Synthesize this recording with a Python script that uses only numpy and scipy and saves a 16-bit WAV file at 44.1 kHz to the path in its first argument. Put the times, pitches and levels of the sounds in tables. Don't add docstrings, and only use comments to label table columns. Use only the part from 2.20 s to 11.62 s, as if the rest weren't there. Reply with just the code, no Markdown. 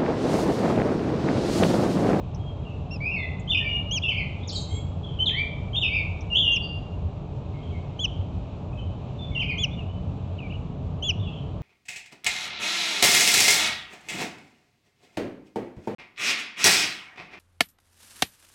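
import sys
import numpy as np
from scipy import signal
from scipy.fft import rfft, irfft, next_fast_len
from scipy.io import wavfile
from scipy.ndimage import uniform_filter1d, map_coordinates

SR = 44100
rng = np.random.default_rng(int(sys.argv[2]) if len(sys.argv) > 2 else 0)


def store_pcm(level_fs):
    pcm = np.round(np.clip(level_fs, -1, 1) * 32767).astype(np.int16)
    wavfile.write(sys.argv[1], SR, np.atleast_2d(pcm).T)


N = 415422


def amp(db):
    return 10 ** (np.asarray(db) / 20)


def unit(x):
    return x / np.sqrt(np.mean(x ** 2) + 1e-20)


def along(points, hz):
    point_hz, value = np.transpose(points)
    return np.interp(np.log(hz + 1), np.log(point_hz + 1), value)


def wobble(rate, size):
    knots = rng.standard_normal(int(size * rate / SR) + 4)
    return map_coordinates(knots, [np.arange(size) * rate / SR])


def filtered(x, response):
    padded = next_fast_len(N + SR // 2)
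    hz = np.fft.rfftfreq(padded, 1 / SR)
    return irfft(rfft(x, padded) * response(hz), padded)[:N]


def noise(spectrum):
    white = rng.standard_normal(N)
    return unit(filtered(white, lambda hz: amp(along(spectrum, hz))))


def add(track, s, sound):
    part = track[max(round(s * SR), 0):][:len(sound)]
    part += sound[:len(part)]


def fade(size, edge):
    t = np.arange(size) / SR
    to_nearest_end = np.minimum(t, t[-1] - t)
    return np.sin(np.pi / 2 * np.clip(to_nearest_end / edge, 0, 1)) ** 2


def throbs(hz, length):
    # time_s (a third of the way in), level_db (before a 0.5 dB lift)
    swells = [(2.525, -22), (4.848, -22.5), (5.994, -22), (6.668, -22), (8.987, -20)]
    track, t = np.zeros(N), np.arange(int(length * SR)) / SR
    chances = rng.uniform(-1.02, 1, (len(swells), 2))
    for (s, db), (detune, phase) in zip(swells, chances):
        throb_hz = hz * (1 + 0.098 * detune)
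        tone = np.sin(2 * np.pi * throb_hz * t + np.pi * phase)
        add(track, s - length / 3, amp(db + 0.5) * np.hanning(len(t)) * tone)
    return track


def traffic():
    # pitch_hz, density_db (per Hz)
    rumble_shape = [(15, -21.5), (30, -14.5), (55, -1), (72, -1.5), (91, 2), (106, -3), (135, -11),
                    (250, -61)]
    drone_shape = [(85, -26), (120, -1.5), (141, 1), (155, -6), (172, 1), (210, -11), (255, -11),
                   (330, -25), (500, -72.5)]
    roar_shape = [(180, -22.5), (300, 2.5), (370, -2.5), (420, 3.5), (500, -4.5), (590, -0.5), (800, -4.5),
                  (1200, -13), (1500, -23), (2200, -33.5), (4000, -57.5)]
    # time_s, level_db (before a 0.5 dB cut)
    drone_course = [(0, -36.5), (5.8, -38), (7.3, -35.5)]
    # pitch_hz, level_db (before the random drift)
    hum_tones = [(91, -39), (141, -44.5), (254, -55.5), (580, -60)]
    t = np.arange(N) / SR
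    rumble = amp(-35.0 + 2.0 * wobble(12, N)) * noise(rumble_shape)
    rumble += throbs(hz=92.3, length=0.0944)
    hum = np.zeros(N)
    for hz, db in hum_tones:
        drift = wobble(14, N) + 1j * wobble(14, N)
        hum += amp(db) * np.real(drift * np.exp(2j * np.pi * hz * t))
    drone_db = np.interp(t, *np.transpose(drone_course))
    drone = amp(drone_db - 0.5) * noise(drone_shape)
    roar = amp(-44.0) * noise(roar_shape)
    return rumble + hum + drone + roar


def air():
    # pitch_hz, density_db (per Hz)
    blur_shape = [(1200, -21.5), (1900, -8.5), (2500, 5), (3200, 1.5), (3900, -2), (5000, -13.5),
                  (8000, -18)]
    return amp(-60.0 + wobble(4.6, N)) * noise(blur_shape)


def straw():
    # start_s, level_db (before a 1.5 dB lift and the random ring), ring_hz
    snap_list = [(0.145, -42, 5670), (1.1966, -44.5, 7100), (4.008, -42.5, 5760)]
    snaps, t = np.zeros(N), np.arange(SR // 10) / SR
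    for s, db, hz in snap_list:
        ring = wobble(1400, len(t)) * np.sin(2 * np.pi * hz * t)
        decay = amp(db + 1.5 - 60 * t / 0.049)
        add(snaps, s, decay * (1 - np.exp(-t / .001)) * ring)
    return snaps


def whistles(notes, partials, waver, flutter_db):
    track = np.zeros(N)
    for s, hz, db in notes:
        pitch = uniform_filter1d(hz, size=180)
        slur_speed = np.abs(np.gradient(pitch)) * SR
        strain = np.tanh(slur_speed / 12000)
        shaky_pitch = pitch * (1 + waver * (0.098 + strain) * wobble(500, len(hz)))
        phase = 2 * np.pi * np.cumsum(shaky_pitch) / SR
        flutter = flutter_db * (0.67 + strain) * wobble(166, len(hz))
        level = amp(db + flutter) * fade(len(hz), edge=0.0034)
        open_db = 6.5 * np.log10(strain + .005) + np.interp(pitch, [2100, 2800], [17, 0])
        tone = np.zeros(len(hz))
        for multiple, partial_db in partials:
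            gain = amp(partial_db + (multiple > 1) * open_db)
            tone += gain * np.sin(round(multiple) * phase)
        add(track, s, np.sqrt(2) * level * tone)
    return track


def trees(x, delay, build):
    # pitch_hz, time_to_fall_60_db_s
    ring_times = [(3000, 0.64), (8000, 0.36)]
    hz, t, grains = signal.stft(rng.standard_normal(SR), SR, nperseg=256)
    decay = amp(-60 * t / along(ring_times, hz)[:, None])
    grains = grains * decay * (1 - np.exp(-t / build))
    tail = signal.istft(grains, SR, nperseg=256)[1]
    tail = np.pad(tail / np.linalg.norm(tail), (int(delay * SR), 0))
    return signal.fftconvolve(x, tail)[:N]


def glide(s, length, start_hz, end_hz, db):
    u = np.linspace(-1, 1, int(length * SR))
    level_db = db - 4.5 * (u ** 2 - .5)
    return s, np.linspace(start_hz, end_hz, len(u)), level_db


def far_birds():
    # start_s, length_s, start_hz, end_hz, level_db (before the echo mix)
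    far_notes = [ (0.19, 0.14, 3260, 3220, -53), (0.449, 0.078, 2900, 2544, -54.5),
                 (0.982, .07, 3636, 3440, -48.5), (2.19, 0.071, 3250, 3630, -59),
                 (2.831, 0.084, 3384, 3035, -46), (4.42, 0.044, 4550, 4810, -53),
                 (5.34, 0.032, 2210, 2110, -56), (5.427, 0.063, 3300, 3020, -54),
                 (5.521, 0.052, 2295, 2090, -55), (5.857, 0.05, 3470, 2920, -49),
                 (6.526, 0.068, 2520, 2620, -55.5), (6.573, 0.041, 3160, 2940, -48),
                 (6.986, 0.11, 3563, 3455, -45.5), (7.114, 0.062, 2266, 2040, -51.5),
                 (7.682, 0.07, 2960, 3034, -53), (8.83, 0.037, 2726, 2980, -47),
                 (8.969, 0.054, 3260, 3610, -51), (9.001, 0.12, 3430, 3305, -51.5),
                 (9.035, 0.065, 3110, 2600, -50.5), (9.12, 0.08, 3210, 2920, -54.5), ]
    notes = [glide(*note) for note in far_notes]
    voice = whistles(notes, [(1, 0.0026)], waver=.04, flutter_db=5)
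    return amp(-3.5) * voice + amp(-3.5) * trees(voice, delay=0.001813, build=0.002)


def nestling():
    # start_s, length_s, top_hz, arch_depth (0-1), level_db (before the push and the octave),
    # octave_db (at the peep's end, against its main tone), push_db (late swell, or dip if negative)
    peep_list = [ (.706, .064, 2770, .35, -41, -1, -8), (1.708, .083, 3340, 1, -28.5, -5, 1),
                 (4.315, .062, 3250, .9, -30, -14, 7), (5.789, .076, 3440, .92, -31, -13.5, 11),
                 (7.377, .082, 3460, 1, -31, -13, 12), (8.822, .096, 3440, 1, -30, -12.5, 11), ]
    push_at, push_width = .8, 0.099
    brighten_db = 6.5
    track = np.zeros(N)
    for s, length, top_hz, depth, db, octave_db, push_db in peep_list:
        u = np.linspace(0, 1, int(length * SR))
        sag = np.where(u < .38, 1.2, .86) * (u - .38) ** 2
        swell_db = push_db * np.exp(-((u - push_at) / push_width) ** 2)
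        phase = 2 * np.pi * np.cumsum(top_hz * (1 - depth * sag)) / SR
        octave = amp(octave_db + brighten_db * (u - 1.0)) * np.sin(2 * phase)
        tone = np.sin(phase) + octave
        rasp = 1 + 0.06 * u * wobble(1800, len(u))
        level = np.sqrt(2) * amp(db + swell_db) * fade(len(u), edge=0.0065)
        add(track, s, level * tone * rasp)
    return track + amp(-24) * trees(track, delay=0.0016, build=.002)


def slur(s, first_s, second_s, start_hz, turn_hz, end_hz, turn_db, end_db):
    onset_db = -11.5
    settle = 2.4
    length = first_s + second_s
    t = np.arange(int(length * SR)) / SR
    settled = np.expm1(-settle * np.maximum(t - first_s, 0) / second_s) / np.expm1(-settle)
    hz = np.interp(t, [0, first_s], [start_hz, turn_hz]) + (end_hz - turn_hz) * settled
    level_db = np.interp(t, [0, first_s, length], [turn_db + onset_db, turn_db, end_db])
    return s, hz, level_db


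def trill():
    start_s, length_s, level_db = 2.317, 0.11, -44.5
    centre_hz, swing_hz, zigzags_per_s = 7360, 1140, 18
    t = np.arange(int(length_s * SR)) / SR
    zigzag = signal.sawtooth(2 * np.pi * zigzags_per_s * t, .5)
    return start_s, centre_hz + swing_hz * zigzag, level_db


def walls(x, count):
    echoes = np.zeros(N)
    delays_s = np.linspace(.004, .036, count) * rng.uniform(0.98, 1.0, count)
    for delay in delays_s:
        add(echoes, delay, x)
    return echoes / np.sqrt(count)


def adult():
    # start_s, first_part_s, second_part_s, start_hz, turn_hz, end_hz,
    # turn_db, end_db (levels before the echo mix)
    song_notes = [ (.803, 0.061, 0.049, 2230, 2460, 2620, -27.5, -30),
                  (.89, 0.037, 0.029, 2550, 2780, 2496, -30.5, -29.5),
                  (.958, 0.0069, 0.11, 2400, 2240, 2002, -32.5, -41),
                  (1.274, 0.026, 0.016, 2985, 3474, 3540, -28.5, -18.5),
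                  (1.314, 0.0038, 0.022, 3150, 3080, 2786, -23.5, -26),
                  (1.334, 0.018, 0.013, 2800, 2540, 2466, -21.5, -25.5),
                  (1.365, 0.013, 0.021, 2590, 3006, 2765, -20.5, -31.5),
                  (1.398, 0.026, 0.01, 1860, 1800, 1890, -41.5, -40),
                  (1.441, 0.011, 0.039, 2200, 2362, 2332, -31.5, -29.5),
                  (1.487, .006, .08, 2840, 2865, 2852, -27, -24),
                  (1.818, 0.014, .005, 2980, 3480, 3360, -30, -32.5),
                  (1.833, 0.0049, 0.049, 3000, 2824, 2630, -26, -26),
                  (1.878, 0.015, 0.046, 2680, 3196, 2095, -20, -41.5),
                  (1.96, 0.027, 0.048, 2186, 2513, 2034, -27, -45),
                  (2.987, 0.018, 0.043, 2967, 3050, 3100, -23.5, -23),
                  (3.056, .012, 0.022, 4080, 3520, 3156, -19.5, -19),
                  (3.089, 0.0045, 0.0095, 3060, 2770, 1900, -32.5, -48.5),
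                  (3.108, 0.041, 0.015, 1730, 1964, 2020, -38, -32),
                  (3.15, 0.05, 0.028, 2013, 2350, 2360, -24.5, -36),
                  (3.53, 0.025, 0.01, 3110, 3270, 3360, -28, -31),
                  (3.554, 0.012, 0.047, 2475, 3574, 3650, -23.5, -27.5),
                  (3.612, .014, 0.045, 3680, 2970, 2490, -22.5, -26.5),
                  (3.685, 0.044, 0.019, 2230, 2320, 2400, -30, -21),
                  (3.737, 0.019, 0.061, 2344, 2710, 2185, -23.5, -37),
                  (4.1, 0.037, 0.014, 2880, 2770, 2790, -26.5, -26),
                  (4.143, 0.017, 0.017, 2792, 3120, 3360, -16, -26.5),
                  (4.16, 0.0085, 0.016, 3300, 3480, 3290, -19.5, -20),
                  (4.178, .008, 0.027, 3357, 3600, 3330, -24.5, -19),
                  (4.208, 0.019, 0.046, 3550, 3180, 2820, -22.5, -26.5),
                  (4.268, 0.011, 0.07, 2766, 2800, 2794, -21.5, -18.5),
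                  (7.147, 0.009, 0.033, 3200, 2850, 2733, -29, -30),
                  (7.188, 0.019, 0.03, 2760, 3163, 2250, -24.5, -32.5),
                  (7.278, 0.025, 0.029, 2450, 2497, 2100, -26, -40), ]
    twitter_notes = [ (2.274, 0.023, .014, 6920, 4550, 3850, -32, -35),
                     (2.315, .02, .025, 2960, 3240, 3160, -40.5, -43.5),
                     (2.346, 0.017, 0.028, 4700, 4160, 3760, -27.5, -42),
                     (2.48, 0.08, .05, 7400, 7500, 7480, -46, -57), ]
    whine_note = (2.47, .11, .07, 1035, 1110, 1115, -41, -50)
    # multiple of its pitch, level_db (before the strain and throat change it)
    whine_partials = [(2, -10), (3, -1), (6, -15), (8, -5.5)]
    song = [slur(*note) for note in song_notes]
    twitter = [slur(*note) for note in twitter_notes] + [trill()]
    voice = whistles(song, [(1, 1.0), (2, -34.0)], waver=0.022, flutter_db=1)
    voice += whistles(twitter, [(1, 0.0021)], waver=.05, flutter_db=0)
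    voice += amp(-12.0) * whistles([slur(*whine_note)], whine_partials, waver=.015, flutter_db=6)
    near_echo = amp(-6.0) * walls(voice, count=6)
    tree_echo = amp(-7.0) * trees(voice, delay=.012, build=0.0034)
    return amp(-2.0) * voice + near_echo + tree_echo


def neighbour():
    # start_s, first_part_s, second_part_s, start_hz, turn_hz, end_hz, turn_db, end_db
    soft_notes = [ (7.497, 0.043, 0.014, 3250, 3590, 3440, -47.5, -53),
                  (7.569, 0.027, 0.035, 2905, 2830, 2600, -42, -51.5),
                  (8.181, 0.0085, 0.089, 3140, 2870, 2280, -45.5, -46),
                  (8.289, 0.024, 0.0083, 2280, 2880, 2880, -43.5, -48),
                  (8.318, 0.022, 0.026, 2390, 2980, 2850, -44.5, -48.5), ]
    notes = [slur(*note) for note in soft_notes]
    voice = whistles(notes, [(1, 0.0065)], waver=0.032, flutter_db=3)
    return voice + amp(-12) * trees(voice, delay=0.011, build=.007)


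def scene():
    background = traffic() + air()
    birds = far_birds() + nestling() + adult() + neighbour()
    return (background + straw() + birds)[None]


def record(dry):
    knee_hz, top_hz = 7700, 8900
    return filtered(dry[0], lambda hz: (hz < top_hz) / np.sqrt(1 + (hz / knee_hz) ** 36))[None]


dry = scene()
out = record(dry)
store_pcm(out)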